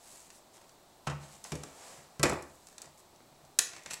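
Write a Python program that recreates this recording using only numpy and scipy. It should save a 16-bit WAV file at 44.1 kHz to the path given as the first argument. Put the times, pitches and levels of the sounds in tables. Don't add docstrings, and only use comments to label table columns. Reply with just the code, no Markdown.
import sys
import numpy as np
from scipy import signal
from scipy.fft import rfft, irfft
from scipy.io import wavfile
from scipy.ndimage import uniform_filter1d

SR = 44100
rng = np.random.default_rng(int(sys.argv[2]) if len(sys.argv) > 2 else 0)


def waveform_to_disk(signal):
    frames = np.transpose(np.atleast_2d(signal))
    scaled = np.clip(frames, -1, 1) * 32767
    samples = np.round(scaled).astype(np.int16)
    wavfile.write(sys.argv[1], SR, samples)


N = 176400
EVENT_SAMPLES = 32768
T = np.arange(EVENT_SAMPLES) / SR

# pitch_hz, level_db, t60_ratio (times the boom's decay time)
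TABLE_MODES = [(61.4, -11, 1.6), (77, -4.5, 1.22), (142.8, 6, 0.82), (155.9, -4, 1.02), (207.3, -9, 1.13)]
# pitch_hz, level_db, t60_s
BODY_MODES = [(272.6, -10.5, 0.3), (313.5, -4, 0.14), (360.6, 0.5, 0.24), (427, -1.5, .22),
              (479, -6.5, 0.18), (499, -2, 0.27), (566.9, -1, 0.22), (652, -4.5, 0.18), (1041, -5, 0.2),
              (1130, -4, 0.17), (1312, -8.5, 0.15), (1580, -6.5, 0.17), (1978, -12, 0.35)]


def amp(db):
    return 10 ** (np.asarray(db) / 20)


def unit(x):
    return x / np.sqrt(np.sum(x ** 2) + 1e-18)


def fade(t60_s):
    return np.exp(-np.log(1000) * T / max(t60_s, 1e-4))


def add(track, start_s, sound):
    i = int(np.clip(start_s * SR, 0, N - 1))
    track[i:i + len(sound)] += sound[:N - i]


def along(curve, hz):
    freq_hz, values = np.array(curve, float).T
    return np.interp(np.log(np.maximum(hz, 1)), np.log(freq_hz), values)


def colour(x, eq, tilt_db_per_oct=0, tilt_from_hz=610):
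    n = len(x)
    hz = np.arange(n + 1) * SR / (2 * n)
    gain = amp(along(eq, hz) + tilt_db_per_oct * np.log2(np.maximum(hz, tilt_from_hz)))
    gain /= np.sqrt(np.mean(gain ** 2))
    cepstrum = irfft(np.log(gain))
    cepstrum[1:n] *= 2
    cepstrum[n + 1:] = 0
    return irfft(rfft(x, 2 * n) * np.exp(rfft(cepstrum)))[:n]


def dense_ring(t60_at, attack=1):
    hz = np.arange(EVENT_SAMPLES // 2 + 1) * SR / EVENT_SAMPLES
    spectrum = rfft(rng.standard_normal(EVENT_SAMPLES))
    out = 0
    for low_hz in 62.5 * 2 ** (np.arange(17) / 2):
        band = irfft(spectrum * ((hz >= low_hz) & (hz < low_hz * np.sqrt(2))))
        out += np.sqrt(low_hz) * unit(band * attack * fade(t60_at(low_hz)))
    return unit(out)


def modes(rows, t60_scale=1, tilt_db_per_oct=0, polarity=1):
    out = 0
    for k, (pitch_hz, level_db, t60) in enumerate(rows):
        gain = polarity ** k * amp(level_db + tilt_db_per_oct * np.log2(pitch_hz))
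        out += gain * np.sin(2 * np.pi * pitch_hz * T) * fade(t60 * t60_scale)
    return unit(out)


def plastic_hit(t60_at_1khz_s, treble_damping, crack_db):
    spike = T == 0
    burst = unit(rng.standard_normal(EVENT_SAMPLES) * fade(t60_s=0.0043) * (T > 0))
    ring = dense_ring(lambda hz: t60_at_1khz_s * (1000 / hz) ** treble_damping)
    return unit(amp(crack_db) * unit(spike + burst) + ring)


def friction(strokes, eq):
    out = np.zeros(N)
    to_unit_rms = np.sqrt(EVENT_SAMPLES)
    for peak_s, half_length_s, level_db, tilt_db_per_oct, roughness_db in strokes:
        grip = unit(uniform_filter1d(rng.standard_normal(EVENT_SAMPLES), size=130)) * to_unit_rms
        grain = rng.standard_normal(EVENT_SAMPLES) * amp(roughness_db * grip)
        hiss = unit(colour(grain, eq, tilt_db_per_oct)) * to_unit_rms
        start_s = max(peak_s - T[-1] / 2, 0)
        swell = np.exp(-((T + start_s - peak_s) / half_length_s) ** 2)
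        add(out, start_s, amp(level_db) * hiss * swell)
    return out


def room_tone(level_db=-60.5):
    # freq_hz, level_db
    air_eq = [(25, -10), (107, -11.5), (144, -8.5), (220, -8), (290, -10.5), (360, -5.5), (445, -11),
              (700, -5), (1100, -11.5), (1600, -19.5), (3000, -22), (4100, -18), (4900, -21.5), (7000, -22),
              (7900, -19), (9000, -25), (12000, -27.5), (15500, -29)]
    return amp(level_db) * colour(rng.standard_normal(N), air_eq)


def hand_slides():
    # peak_s, half_length_s, level_db, tilt_db_per_oct, roughness_db
    strokes = [(.14, 0.14, -55.5, 2.7, 2), (0.357, 0.036, -59.5, 3.5, 0), (.556, 0.022, -59, 0.5, 2.5),
               (.62, 0.091, -66, -1, 7), (1.24, 0.035, -54.5, -1.5, 1), (1.335, 0.069, -56.5, 0, 2.5),
               (1.466, 0.016, -50.5, 0, 1), (1.508, 0.075, -56.5, 1, 3.5), (1.661, 0.11, -57, -1.5, -0.5),
               (1.88, 0.15, -52, -1, 0.5), (2.132, 0.11, -65.5, -2.5, 2), (2.56, 0.28, -67.5, 3, 2),
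               (2.707, 0.036, -61.5, 0.5, 7), (2.83, 0.051, -57, -4, 6), (2.993, 0.019, -60.5, 4, 4),
               (3.14, 0.017, -61, -9, 0), (3.205, 0.013, -62, -8, 6), (3.435, 0.023, -61.5, -7.5, 6.5)]
    # freq_hz, level_db
    skin_eq = [(200, -9.5), (700, 3), (1500, -4), (3500, -7), (6000, -3.5), (7800, 0), (9200, -6.5),
               (11000, -10), (15500, -25)]
    return friction(strokes, skin_eq)


def shell_ticks():
    # start_s, level_db, tilt_db_per_oct
    taps = [(0.303, -26, -0.5), (0.694, -35, 0), (1.441, -18, 4), (1.449, -20.5, -6), (1.554, -19.5, 1),
            (1.635, -18.5, 3.5), (2.296, -12, 6), (2.333, -24, 16), (2.424, -24.5, 7), (2.670, -26.5, 4.5),
            (2.781, -20, 0.5), (2.818, -18, 5), (2.857, -30, -1.5), (3.16, -38, 2), (3.45, -36.5, 3),
            (3.692, -32, 0), (3.835, -31, 5), (3.735, -23, -5.5), (3.765, -23.5, -4.5), (3.8608, -17, -3.5),
            (3.9083, -13.5, -2.5), (3.9403, -20, 0.5)]
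    # freq_hz, level_db
    tick_eq = [(150, -18), (600, -8), (2000, -1.5), (3300, -5), (5800, 2), (8000, 3), (9000, -7.5),
               (10500, -4.5), (12000, -19), (15500, -23)]
    out = np.zeros(N)
    for start_s, level_db, tilt_db_per_oct in taps:
        tick = plastic_hit(t60_at_1khz_s=0.048, treble_damping=0.37, crack_db=-9.5)
        add(out, start_s, amp(level_db) * colour(tick, tick_eq, tilt_db_per_oct))
    return out


def table_knocks():
    # start_s, clack_db, clack_tilt_db_per_oct, boom_db, boom_t60_s, ring_db, ring_tilt_db_per_oct
    landings = [(1.069, -16.5, 0, -20, .3, -46, -5), (1.072, -6.5, -3.1, -3, .5, -17, 8),
                (1.0773, -12.5, -2, -7, 0.67, -26, -3), (1.0991, -11.5, -3, -11.5, .4, -27, -12),
                (1.110, -19, -3, -20, 0.2, -21, -15), (1.520, -12, 0.8, -9, .3, -30, -20),
                (1.525, -18.5, -6, -6.5, 0.44, -10.5, -14.5), (1.551, -26, -17, -9.5, 0.16, -18.5, -10),
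                (1.635, -21, -3.5, -26, 0.13, -22, -4.5), (2.1956, -15, 1.5, -2.5, 0.62, -11, 1.5),
                (2.2308, 3.5, 2, -2.5, 0.16, 1.5, 1), (2.234, 1.5, 0.5, -12, 0.39, 1.5, -6.5),
                (2.2509, -1, -6.5, -10, 0.28, -5, -4), (2.256, -0.5, -4, -25, 0.22, -9, -11),
                (2.297, -5.5, -5.5, -10, 0.2, -9, 0), (2.324, -3.5, -9, -17, 0.25, -5.5, -9.5)]
    # freq_hz, level_db
    clack_eq = [(60, -7), (210, -0.5), (300, -6), (480, -1.5), (830, 0), (1150, 1), (1850, -4), (2500, -3),
                (3300, -8.5), (6000, -7.5), (8000, -8), (9300, -15), (10500, -15.5), (15500, -36)]
    out = np.zeros(N)
    for start_s, clack_db, clack_tilt, boom_db, boom_t60_s, ring_db, ring_tilt in landings:
        hit = plastic_hit(t60_at_1khz_s=0.075, treble_damping=0.4, crack_db=-10)
        clack = amp(clack_db) * colour(hit, clack_eq, clack_tilt)
        boom = amp(boom_db) * modes(TABLE_MODES, boom_t60_s)
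        ring = amp(ring_db) * modes(BODY_MODES, tilt_db_per_oct=ring_tilt, polarity=-1)
        add(out, start_s, clack + boom + ring)
    return out


def finger_presses(boom_t60_s=0.23, attack_s=0.018):
    # start_s, level_db
    pushes = [(1.975, -20), (2.859, -22), (3.31, -25.5), (3.424, -21.5), (3.86, -23)]
    boom = modes(TABLE_MODES, boom_t60_s) * (1 - np.exp(-T / attack_s))
    out = np.zeros(N)
    for start_s, level_db in pushes:
        add(out, start_s, amp(level_db) * boom)
    return out


def latch_snap(cover_db=-21.5, body_db=-30):
    # start_s, level_db, tilt_db_per_oct
    snaps = [(3.5887, 4, 2.5), (3.591, 3.5, 0)]
    # freq_hz, level_db
    snap_eq = [(100, -23), (400, -10), (1000, -11.5), (1400, -4.5), (1850, -0.5), (2270, -10.5),
               (2650, -4.5), (3250, -4), (3950, -1.5), (5000, -5), (6550, 0), (7250, -1.5), (8200, 0),
               (9150, -8.5), (10600, -3), (11300, -11), (13000, -14.5), (15500, -28)]
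    # pitch_hz, level_db, t60_s
    cover_modes = [(1640, -8, 0.096), (1845, -8, 0.087), (2770, -3, 0.12), (4056, 15, 0.065),
                   (4160, -1, .16), (4355, -5, 0.16), (6550, -2, .08), (8140, -3, 0.089)]
    ring = amp(cover_db) * modes(cover_modes) + amp(body_db) * modes(BODY_MODES, tilt_db_per_oct=1)
    out = np.zeros(N)
    for start_s, level_db, tilt_db_per_oct in snaps:
        hit = plastic_hit(t60_at_1khz_s=0.062, treble_damping=0.44, crack_db=0)
        snap = colour(hit, snap_eq, tilt_db_per_oct)
        add(out, start_s, amp(level_db) * (snap + ring))
    return out


def cover_scrapes():
    # peak_s, half_length_s, level_db, tilt_db_per_oct, roughness_db
    strokes = [(3.76, 0.072, -56, -2.5, 3.5), (3.875, .02, -51, -3.5, 3.5), (3.915, 0.012, -42, 0, 0),
               (3.936, 0.0084, -36, 0, 4.5), (3.975, 0.028, -60, 0.5, 3)]
    # freq_hz, level_db
    scrape_eq = [(200, -4), (600, -5.5), (1400, -5), (1870, -2), (2550, 3), (3200, -5), (4000, -2),
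                 (4700, -4), (6350, 1.5), (6900, -6), (7550, 1.5), (8200, 2), (8800, -7), (11000, -9),
                 (15500, -25)]
    return friction(strokes, scrape_eq)


def room_reverb(x, tail_db=-8, build_s=0.004, wall_db=-26, wall_delay_s=0.028):
    # freq_hz, t60_s
    decay = [(100, 0.51), (700, 0.5), (2000, 0.42), (5000, 0.36), (8000, .31), (14000, 0.2)]
    # freq_hz, level_db
    reverb_eq = [(60, -28), (200, -7), (380, -3), (600, -1.5), (2000, 2), (5000, -2), (9000, -3.5),
                 (15000, -4)]
    tail = dense_ring(lambda hz: along(decay, hz), attack=1 - np.exp(-T / build_s))
    scatter = unit(rng.standard_normal(EVENT_SAMPLES) * fade(t60_s=0.026))
    slap = np.roll(scatter, int(wall_delay_s * SR))
    response = colour(amp(tail_db) * tail + amp(wall_db) * slap, reverb_eq)
    return signal.fftconvolve(x, response)[:N]


def scene(low_cut_hz=60):
    contacts = table_knocks() + shell_ticks() + latch_snap() + finger_presses()
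    rubbing = hand_slides() + cover_scrapes()
    low_cut = signal.butter(4, low_cut_hz, "high", fs=SR, output="sos")
    direct = signal.sosfilt(low_cut, contacts + rubbing)
    return (direct + room_tone() + room_reverb(direct))[None]


def record(dry):
    high_cut_hz = 15750
    return signal.sosfilt(signal.ellip(10, .2, 80, high_cut_hz, fs=SR, output="sos"), dry)


dry = scene()
out = record(dry)
waveform_to_disk(out)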